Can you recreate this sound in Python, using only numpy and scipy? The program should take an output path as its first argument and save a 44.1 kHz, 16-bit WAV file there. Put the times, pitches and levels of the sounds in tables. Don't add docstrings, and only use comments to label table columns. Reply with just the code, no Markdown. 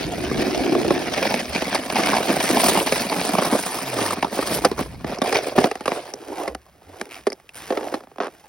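import sys
import numpy as np
from scipy import signal
from scipy.fft import rfft, irfft
from scipy.io import wavfile
from scipy.ndimage import uniform_filter1d, map_coordinates

SR = 44100
rng = np.random.default_rng(int(sys.argv[2]) if len(sys.argv) > 2 else 0)


def int16_out(signal):
    q = np.round(np.clip(np.atleast_2d(signal).T, -1, 1) * 32767)
    wavfile.write(sys.argv[1], SR, q.astype(np.int16))


N = 373968
TIME = np.arange(N) / SR
STOP_S = 6.1
BEND_S = 0.000922
FREE_THUD_HZ, PINNED_THUD_HZ = 126, 196
GUST_RISE_S, GUST_FADE_S = 0.019, 0.027

# ring of the biting edge, deep flex, rumble of the flat base
# time_s, edge_db, flex_db, flat_db
STANCE = [(0, -30, -4, 2), (1.05, -33, -8.5, 2.5), (1.3, -30, -1, -14), (1.9, -6, -2.5, -19),
          (2.7, -9, -4.5, -32), (3.5, 0, -1, -28), (4.0, -3, -11, -33.5), (5.05, -6.5, -1, -29),
          (5.4, -20, -34.5, -26.5), (6.1, -6.5, -28, -29)]
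# freq_hz, level_db
SCRAPE = [(300, -8), (700, 8.5), (1100, 0), (1450, -1), (1720, 3), (1970, 0.5), (2270, 4), (2800, -1),
          (4100, -4.5), (5100, -3), (6500, -10.5), (9000, -37), (16000, -28.5)]
# freq_hz, level_db
CRACK = [(800, -16), (2000, 7), (2600, -12.5), (3400, -5), (5300, 3), (6500, -4.5), (10000, -1),
         (16000, -28)]
# freq_hz, level_db
CLOTH = [(500, -2), (800, 0), (1500, 2), (2400, 0), (2720, -0.5), (3100, -2), (4200, -6), (5300, -3.5),
         (6500, -7.5), (10000, -8), (16000, -14.5)]


def undb(db):
    return 10 ** (np.asarray(db) / 20)


def unit(x):
    return x / np.sqrt(np.mean(x ** 2))


def curves(table):
    s, *columns = np.transpose(table)
    return [np.interp(TIME, s, c) for c in columns]


def span(table):
    first, last = table[0][0], table[-1][0]
    return np.interp(TIME, [first - .04, first, last, last + .04], [0, 1, 1, 0])


def swell(s, length, rise_s, fade_s, growth_db_per_s=0):
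    age = np.maximum(TIME - s, 0)
    held = undb(growth_db_per_s * np.minimum(age, length))
    decay = np.exp(-np.minimum(np.maximum(age - length, 0) / fade_s, 20))
    return np.minimum(age / rise_s, 1) * held * decay


def walk(rate):
    steps = rng.standard_normal(4096)
    return 1.2 * np.interp(TIME * rate, np.arange(len(steps)), steps)


def spectrum_db(points, hz):
    f, db = np.transpose(points)
    return np.interp(np.log(hz + 1), np.log(f), db)


def colour(x, points, size=4096):
    gain = undb(spectrum_db(points, np.fft.rfftfreq(size, 1 / SR)))
    cepstrum = irfft(np.log(gain))
    cepstrum[1:size // 2] *= 2
    cepstrum[size // 2 + 1:] = 0
    response = irfft(np.exp(rfft(cepstrum)))
    return unit(signal.fftconvolve(x, response[None], axes=1)[:, :x.shape[1]])


def band(x, lo_hz, hi_hz, order=3):
    return unit(signal.sosfilt(signal.butter(order, [lo_hz, hi_hz], "band", fs=SR, output="sos"), x))


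def grains(spread_db, apart, size=N):
    strength = undb(spread_db * np.minimum(rng.exponential(size=size // 8 + 1), 5))
    noise = rng.standard_normal((3, size)) * np.repeat(strength, 8)[:size]
    return unit(noise[0] + apart * noise[1:])


def crackle(rate, spread_db):
    hits = (rng.random(N) < rate / SR) * undb(spread_db * np.minimum(rng.exponential(size=N), 2.5))
    decaying = signal.lfilter([1], [1, -np.exp(-1 / (0.00059 * SR))], hits)
    return unit(grains(0, 0.38) * decaying)


def jolts(rate, spread_db, fade_s):
    hits = (rng.random(N) < rate / SR) * undb(spread_db * np.minimum(rng.exponential(size=N), 3))
    force = signal.lfilter([1], [1, -np.exp(-1 / (fade_s * SR))], hits) + 0.48
    return force / np.sqrt(uniform_filter1d(force ** 2, SR // 10))


def patchy(x, depth_db, rate, count=30):
    hz, s, cells = signal.stft(x, SR, nperseg=512)
    place = count * np.log1p(hz / 500) / np.log1p(hz[-1] / 500)
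    chance = rng.standard_normal((1024, count + 2)).T
    grid = np.meshgrid(place, s * rate, indexing="ij")
    wander = map_coordinates(chance, grid, order=1, mode="nearest")
    return unit(signal.istft(cells * undb(depth_db * wander), SR, nperseg=512)[1][:, :N])


def reflect(x, lag_s, share):
    late = TIME - lag_s * (1 + 0.272 * walk(3))
    return unit(x + share * np.array([np.interp(late, TIME, port) for port in x]))


def bend(x, lag_s):
    size = x.shape[1]
    lag_phase = 4 * np.pi * lag_s * np.sqrt(np.fft.rfftfreq(size, 1 / SR) * 1000)
    return irfft(rfft(x) * np.exp(-1j * lag_phase), size)


def ring(push, damping):
    # freq_hz, width_hz, level_db
    modes = [(291, 84, 8), (396.3, 76, 13), (509, 74, 11), (644, 174, 10), (781, 49, 8.5), (1083, 87, 5),
             (1080, 220, -2), (1678, 110, -2.5)]
    size = push.shape[1]
    hz = np.fft.rfftfreq(size, 1 / SR) + 1
    response = 0
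    for (f, width, db), (detune, place) in zip(modes, rng.standard_normal((len(modes), 2))):
        f = f * (1 + 0.063 * detune)
        resonance = 1 / (1 + 1j * (hz ** 2 - f ** 2) / (hz * width * damping))
        response = response + undb(db + 0.35 * place) * resonance
    return bend(irfft(rfft(push) * response, size), BEND_S)


def blow(thud_db, crack_db, crunch_s, damping, grit, tail, ping_hz, ping_db, lowest_hz, size=6144):
    t = np.arange(size) / SR
    age = t / max(crunch_s, .0005)
    burst = (1 - np.exp(-2 * age)) * (np.exp(-age) + tail * np.exp(-t / 0.012))
    crunch = unit(grains(0.31, 0.5, size=size) * burst)
    kick = unit(t * np.exp(-t / .0001))
    body = ring(grit * crunch + kick, damping)
    thud = band(body, lowest_hz, 470)
    clack = band(body, 500, 6000)
    crack = colour(grains(2.3, 0.3, size=size) * burst, CRACK)
    width_ratio = np.interp(ping_hz, [1600, 2600], [1.45, 1.06])
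    ping = band(crunch, ping_hz / width_ratio, ping_hz * width_ratio, order=2)
    sound = clack + undb(thud_db) * thud + undb(crack_db) * (crack + undb(ping_db) * ping)
    return sound / np.abs(sound.mean(axis=0)).max()


def snap(db, thud_db, crack_db, ping_hz):
    sound = blow(thud_db - .3, crack_db - 10.0, crunch_s=0.0018, damping=0.66, grit=1.35, tail=0.015,
                 ping_hz=ping_hz, ping_db=4.5, lowest_hz=PINNED_THUD_HZ)
    return undb(db - 5.0) * sound


def add(out, s, sound):
    start = int(s * SR)
    part = sound[:, :N - start]
    out[:, start:start + part.shape[1]] += part


def air():
    wind_db, = curves([(0, -35.5), (1.2, -44.5), (2.6, -51), (4.2, -56), (4.8, -35.5), (5.4, -55.5),
                       (8.48, -65)])
    # start_s, length_s, level_db
    gust_list = [(0.03, 0.3, -37.5), (.33, 0.05, -36), (0.565, 0.051, -35), (0.824, 0.057, -31.5),
                 (1.478, 0.051, -37), (4.95, 0.14, -43), (5.565, 0.027, -30.5)]
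    # freq_hz, level_db
    buffet = [(15, -37), (30, -10), (48, -4.5), (62, 2.5), (90, -4.5), (150, 0.5), (300, -13), (1000, -44)]
    # freq_hz, level_db
    forest = [(25, -13), (60, 4), (200, -6), (650, -22), (1200, -3.5), (2500, -11), (5000, -25),
              (16000, -14)]
    gusts = sum(undb(db) * swell(s, length, GUST_RISE_S, GUST_FADE_S) for s, length, db in gust_list)
    wind = colour(grains(0, 0.44), buffet) * np.hypot(undb(wind_db), gusts) * undb(1.3 * walk(15))
    return wind + colour(grains(0, 0.5), forest) * undb(-62.5)


def grip():
    # start_s, length_s, pitch_hz, level_db
    hum_list = [(6.486, .07, 66, -42.5), (6.855, 0.083, 93.7, -50)]
    out = np.zeros(N)
    for s, length, hz, db in hum_list:
        phase = 2 * np.pi * np.cumsum(hz * (1 + .04 * walk(30))) / SR
        out += unit(np.sin(phase)) * undb(db) * swell(s, length, GUST_RISE_S, GUST_FADE_S)
    return out


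def rider():
    # start_s, length_s, rise_s, creak_db, cloth_db
    move_list = [(6.056, 0.43, 0.27, -33, -43.5), (6.354, 0.085, 0.018, -29, -40),
                 (6.769, 0.28, 0.28, -40, -47), (7.088, 0.1, 0.03, -45.5, -43.5),
                 (7.535, 0.18, 0.032, -49, -39.5), (7.699, 0.26, 0.011, -30.5, -42),
                 (8.267, 0.18, .03, -57, -55)]
    # freq_hz, level_db
    creak_spectrum = [(59, -47), (100, -21), (118, -26), (144, -22), (215, -9), (313, 5), (543, 4),
                      (791, 2.5), (1020, -8), (2000, -22), (2600, -41), (4400, -120)]
    still_creak_db, still_cloth_db = -59, -60.5
    power = np.outer(undb([still_creak_db, still_cloth_db]), TIME > STOP_S) ** 2
    for s, length, rise_s, *db in move_list:
        power += np.outer(undb(db), swell(s, length, rise_s, fade_s=0.032)) ** 2
    creak_gain, cloth_gain = np.sqrt(power)
    slips = jolts(rate=140, spread_db=-7.0, fade_s=0.0052)
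    creak = patchy(colour(grains(1.4, 0.39) * slips, creak_spectrum), depth_db=6.0, rate=33)
    rub = grains(2.5, 0.13) * slips ** 0.5 + undb(-3.5) * crackle(rate=90, spread_db=3.0)
    cloth = reflect(colour(rub, CLOTH), lag_s=0.001664, share=0.22)
    return creak * creak_gain + cloth * cloth_gain


def tick_runs():
    # start_s, end_s, ticks_hz, level_db, ping_hz
    run_list = [(7.087, 7.2, 102.8, -39.5, 2210), (7.532, 7.606, 125.7, -38.5, 9150)]
    out = np.zeros((2, N))
    for start, end, ticks_hz, db, ping_hz in run_list:
        since_tick = np.cumsum(1 + 0.15 * walk(60)) * ticks_hz / SR % 1
        ticks = grains(1, 0.26) * np.exp(-since_tick / 0.11)
        stroke = np.sin(np.pi * np.clip((TIME - start) / (end - start), 0, 1))
        ping = band(ticks, ping_hz * .9, ping_hz * 1.1, order=1)
        out += unit(colour(ticks, CLOTH) + ping) * undb(db) * stroke
    return out


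def binding():
    # start_s, peak_db, thud_db, crack_db, ping_hz
    click_list = [(5.1852, -13.5, 6, 1, 5400), (6.137, -11, 1, 7, 5700), (6.5484, -11, -0.5, 6, 1020),
                  (6.664, -33, -12, 0, 1050), (7.0126, -8.5, 1.5, 8.5, 1570), (7.301, -17, 8, 10, 5000),
                  (7.32, -16, -2, 1, 1570), (7.3275, -16.5, 2, 8, 5230), (7.3986, -30.5, -15, 3, 1620),
                  (7.491, -23, -6, 20, 2620)]
    # start_s, peak_db, crack_db
    tooth_list = [(8.006, -26.5, -12), (8.036, -28.5, -14), (8.071, -31, -23), (8.115, -31, -23),
                  (8.159, -30, -3), (8.1832, -15.5, -14), (8.202, -6.5, -26), (8.212, -12, -19),
                  (8.223, -16, -5), (8.233, -13.5, -11), (8.2437, -15, -3), (8.2572, -19, -7),
                  (8.2686, -16, -5), (8.2802, -20, -19)]
    out = np.zeros((2, N))
    for s, db, thud_db, crack_db, ping_hz in click_list:
        add(out, s, snap(db, thud_db, crack_db, ping_hz))
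    for s, db, crack_db in tooth_list:
        add(out, s, snap(db, thud_db=-2, crack_db=crack_db, ping_hz=1130))
    rub = grains(2.8, .35)
    rasp = undb(-41) * colour(rub, SCRAPE)
    creak = undb(-30) * band(rub, 370, 1430, order=2)
    crank = swell(8.203, length=0.068, rise_s=0.0037, fade_s=0.0078, growth_db_per_s=-87)
    return out + (rasp + creak) * crank


def lumps(size=4096):
    # start_s, peak_db, crumble_s, crack_db
    lump_list = [(.236, -18.5, .003, 6), (.423, -14.5, 0.0057, 0), (.59, -15, .014, -3),
                 (1.137, -14, 0.0092, 18), (1.177, -13, 0.01, 0), (1.226, -8.5, .011, 6),
                 (1.252, -10.5, 0.0063, -5), (1.307, -12, .003, 6), (1.34, -7, 0.0033, 3),
                 (1.359, -16, 0.0052, 10), (1.398, -19, 0.0065, 8), (1.753, -8.5, 0.0056, 1),
                 (1.8988, -10, 0.0042, 9), (1.955, -8.5, 0.023, 5), (2.082, -13, .005, 1),
                 (2.1312, -6.5, .002, -11), (2.147, -9.5, 0.013, -3), (2.165, -6.5, 0.0062, 3),
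                 (2.1812, -10.5, 0.0027, -10), (2.403, -10, 0.0043, 7), (2.568, -6, .004, -4),
                 (2.599, -11, .008, 0), (2.634, -6.5, .003, -7), (2.662, -7, 0.0062, -1),
                 (2.748, -11, 0.0044, -8), (2.87, -9.5, 0.0079, 4), (2.958, -15, 0.004, 17),
                 (3.123, -10.5, 0.0054, -5), (3.35, -5, 0.0036, -10), (3.3826, -6.5, .004, -8),
                 (4.129, -13.5, .003, -4), (4.2255, -7, .003, 22), (4.228, -7, 0.0036, -5),
                 (4.245, -7.5, 0.0029, -9), (5.258, -13.5, 0.0053, -1), (5.345, -12, 0.0086, 7),
                 (5.374, -19, 0.0016, 9)]
    out, t = np.zeros((2, N)), np.arange(size) / SR
    edge_db = curves(STANCE)[0]
    for s, db, crumble_s, crack_db in lump_list:
        ring_hz = 944 + 8.5 * edge_db[int(s * SR)]
        crunch = grains(2.14, 0.32, size=size) * (1 - np.exp(-t / 0.00042)) * np.exp(-t / crumble_s)
        knock = band(crunch, ring_hz * 0.577, ring_hz * 1.26) + undb(-2.5) * band(crunch, 191, 600, order=2)
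        crack = colour(crunch, SCRAPE) + undb(-13.0) * colour(crunch, CRACK)
        sound = bend(knock + undb(crack_db) * crack, BEND_S)
        add(out, s, undb(db) * sound / np.abs(sound.mean(axis=0)).max())
    return out


def knocks():
    # start_s, peak_db, thud_db, crack_db, crunch_s
    knock_list = [(0.313, -11, 13, -17, 0.0016), (.722, -12, 10, -23, 0.0011),
                  (0.7505, -8, 3.5, -17, 0.00089), (0.8469, -10, 7, -8, .005),
                  (0.9052, -4.5, 3.5, -17, 0.003), (1.6204, -10, 5, -1.5, 0.0028),
                  (1.746, -9.5, -11, -3, 0.0052), (1.993, -9, -1, -20, 0.0093),
                  (2.299, -10.5, 4, -10, 0.0067), (2.684, -6, 1, -2, 0.0047), (2.9216, -4, 2, 0, 0.0052),
                  (3.42, -7.5, 1.5, -7, 0.0065), (3.447, -15.5, -5, -9, 0.01),
                  (4.3883, -7.5, 3, -22, 0.0037), (4.647, -1, -7, -2.5, 0.0041),
                  (4.651, -4.5, 2, -19, 0.0049), (4.7135, -12, 10, -3, 0.002),
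                  (4.7902, -14, 1.5, -21, 0.0066), (5.0437, -14, 6, -28, 0.0024),
                  (5.2165, -5.5, 1, -6.5, 0.0041), (5.3253, -7, -14, -3, 0.0024),
                  (5.579, -4.5, 8, -10, 0.0092), (5.584, -2, -2, -18, 0.0036),
                  (5.641, -2, -0.5, -13, 0.0024), (5.7127, -10, -7.5, -8.5, 0.0025),
                  (5.754, -18.5, -7, -8, 0.0015), (5.807, -21, 0, -7, 0.0024),
                  (5.8563, -12.5, -6, -6, 0.0037), (5.878, -6.5, -8, -12, 0.002),
                  (5.918, -10, -3, -23, 0.00094), (6.476, -12.5, 1.5, -7, 0.0047),
                  (7.2678, -6.5, 6, -11, 0.0035), (7.7037, -11, 3.5, -18, 0.0039),
                  (7.7228, -14, 4, -27, 0.0038), (7.7722, -13.5, -0.5, -32, 0.0022),
                  (7.808, -23.5, -3, -24, 0.0036), (7.829, -23, -8, -18, .003),
                  (7.9397, -10.5, 2.5, -12, 0.004)]
    out = np.zeros((2, N))
    for s, db, thud_db, crack_db, crunch_s in knock_list:
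        lowest_hz = FREE_THUD_HZ if s < STOP_S else PINNED_THUD_HZ
        sound = blow(thud_db - .3, crack_db - 4.0, crunch_s, damping=0.76, grit=2.92, tail=0.089,
                     ping_hz=rng.uniform(2200, 5600), ping_db=-2.5, lowest_hz=lowest_hz)
        add(out, s, undb(db + 0.5) * sound)
    return out


def ribs():
    # time_s, ribs_hz, level_db
    rib_table = [(3.74, 165, -54), (3.89, 131, -41), (3.95, 123, -38), (4.08, 99, -42), (4.28, 79, -55)]
    hz, db = curves(rib_table)
    phase = 2 * np.pi * np.cumsum(hz * (1 + 0.0085 * walk(34))) / SR
    return unit(np.sin(phase)) * undb(db + 1.4 * walk(14)) * span(rib_table)


def contact():
    # time_s, drum_db, scrape_db, spray_db
    glide = [(0.0, -28, -26.5, -46), (0.09, -28.5, -32.5, -48), (0.46, -23.5, -27.5, -44.5),
             (0.79, -22.5, -30, -47), (1.32, -27, -26, -42), (1.45, -30, -34, -44.5),
             (1.76, -26.5, -24.5, -42.5), (1.86, -31.5, -34, -44), (1.97, -23, -27, -40.5),
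             (2.26, -23.5, -25.5, -38), (2.67, -31.5, -33, -34), (3.04, -25.5, -30, -40.5),
             (3.5, -24, -27, -34.5), (3.62, -29.5, -30, -35), (3.95, -28, -31, -41),
             (4.02, -20.5, -24.5, -34), (4.14, -26.5, -29.5, -35.5), (4.17, -36, -35, -78)]
    # time_s, scrape_db
    drag = [(4.17, -35.5), (4.98, -48.5), (5.5, -49.5), (6.1, -41)]
    # start_s, length_s, drum_db, scrape_db, spray_db
    skid_list = [(1.11, 0.29, -34, -31, -48), (1.522, 0.058, -35.5, -25, -42),
                 (1.94, 0.22, -31.5, -25.5, -36), (2.269, 0.08, -22, -27, -40),
                 (2.386, 0.12, -29, -23.5, -29.5), (2.474, 0.33, -22, -25.5, -32),
                 (2.58, 0.12, -37, -26, -22.5), (2.855, 0.16, -44, -26, -31.5),
                 (3.186, 0.079, -42, -28, -33.5), (3.519, 0.034, -25.5, -36, -45),
                 (4.315, 0.19, -28, -29.5, -34), (4.494, 0.065, -24.5, -27.5, -26),
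                 (4.604, 0.064, -27, -35.5, -39), (4.766, 0.051, -26.5, -32, -36.5),
                 (5.054, 0.09, -25.5, -34.5, -46.5), (5.23, 0.12, -20, -28, -37.5),
                 (5.337, 0.032, -17, -22, -35), (5.417, 0.08, -21.5, -30.5, -39),
                 (5.551, 0.1, -15.5, -27, -35.5), (5.865, 0.11, -27, -33.5, -43.5)]
    glide_db = np.array(curves(glide)) + np.array([[-2], [0.5], [4]])
    power = (undb(glide_db) * span(glide)) ** 2
    drag_db, = curves(drag)
    power += (undb([drag_db + 3, drag_db, drag_db - 9]) * span(drag)) ** 2
    for s, length, *db in skid_list:
        push = swell(s, length, rise_s=0.017, fade_s=0.031, growth_db_per_s=9)
        power += np.outer(undb(db), push) ** 2
    return np.sqrt(power)


def ride():
    # freq_hz, level_db
    drum_spectrum = [(70, -54.5), (130, -7.5), (195, -15), (275, -1), (390, -1), (510, -3.5), (730, -3.5),
                     (920, -27.5), (1400, -21), (2500, -65.5)]
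    # freq_hz, level_db
    spray_spectrum = [(2500, -7.5), (5000, 0), (7000, -5.5), (8800, 3.5), (10000, 0.5), (11500, -5),
                      (13500, -5), (16000, -6)]
    # time_s, level_db
    swing = [(5.05, -0.5), (5.25, -8.5)]
    drum_gain, scrape_gain, spray_gain = contact()
    edge_db, flex_db, flat_db = curves(STANCE)
    force = jolts(rate=130, spread_db=5.0, fade_s=0.0039)
    crumbs = jolts(rate=170, spread_db=4.5, fade_s=0.0018)

    push = grains(0.81, 0.24) * force ** 0.69
    edge = band(grains(0.9, 0.16) * force, 723, 1216, order=2) * undb(edge_db)
    flex = band(grains(0.79, 0.22) * force, 173.7, 284) * undb(flex_db)
    flat = band(grains(0.86, 1.0) * force ** .4, 234, 403) * undb(flat_db)
    drum = patchy(colour(push, drum_spectrum) + edge + flex + flat, depth_db=4.0, rate=45)
    deep = signal.sosfiltfilt(signal.butter(4, 390, fs=SR, output="sos"), drum)
    drum = drum - deep + deep * undb(curves(swing)[0])

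    crust = grains(1.47, 0.79) * force ** 0.26 * crumbs ** 0.25
    crust = crust + undb(-3.0) * crackle(rate=240, spread_db=2.5)
    scrape = patchy(bend(colour(crust, SCRAPE), BEND_S), depth_db=3.5, rate=70)
    scrape = reflect(scrape, lag_s=.0022, share=0.25)

    crystals = grains(1.6, .45) * force ** 0.27 * crumbs ** .5
    spray = patchy(colour(crystals, spray_spectrum), depth_db=3.5, rate=46)

    load = walk(21.9)
    drum = drum * drum_gain * undb(0.94 * load)
    scrape = scrape * scrape_gain * undb(0.5 * load - 1.8)
    spray = spray * spray_gain * undb(0.23 * load + 0.84)
    return drum + scrape + spray


def scene(right_db=0.5):
    close = (binding() + rider() + tick_runs()) * undb(np.array([[-right_db], [right_db]]) / 2)
    return air() + grip() + close + lumps() + knocks() + ribs() + ride()


def record(dry):
    # freq_hz, lead_rad
    port_phase = [(0, 0), (1290, .3), (1720, -.2), (2930, 1.3), (5170, .4), (6400, 1.7), (7300, 3.14),
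                  (8200, 3.9), (10000, 6.1), (11500, 7.1), (12700, 8.7), (13600, 9.42), (14500, 10.2),
                  (16000, 12)]
    # freq_hz, level_db
    port_balance = [(100, -0.5), (250, 0), (500, -2.5), (800, -3.5), (1300, -0.5), (1800, 0), (4000, -.5),
                    (8000, 0)]
    hz = np.fft.rfftfreq(N, 1 / SR)
    sides = np.array([[.5], [-.5]])
    lead = np.interp(hz, *np.transpose(port_phase))
    ports = undb(sides * spectrum_db(port_balance, hz)) * np.exp(1j * sides * lead)
    heard = irfft(rfft(dry) * ports, N)
    heard = signal.sosfilt(signal.butter(3, 38, "high", fs=SR, output="sos"), heard)
    rounded = heard / (1 + (heard / .92) ** 6) ** (1 / 6)
    return signal.sosfilt(signal.ellip(10, .2, 80, 15900, fs=SR, output="sos"), rounded)


dry = scene()
out = record(dry)
int16_out(out)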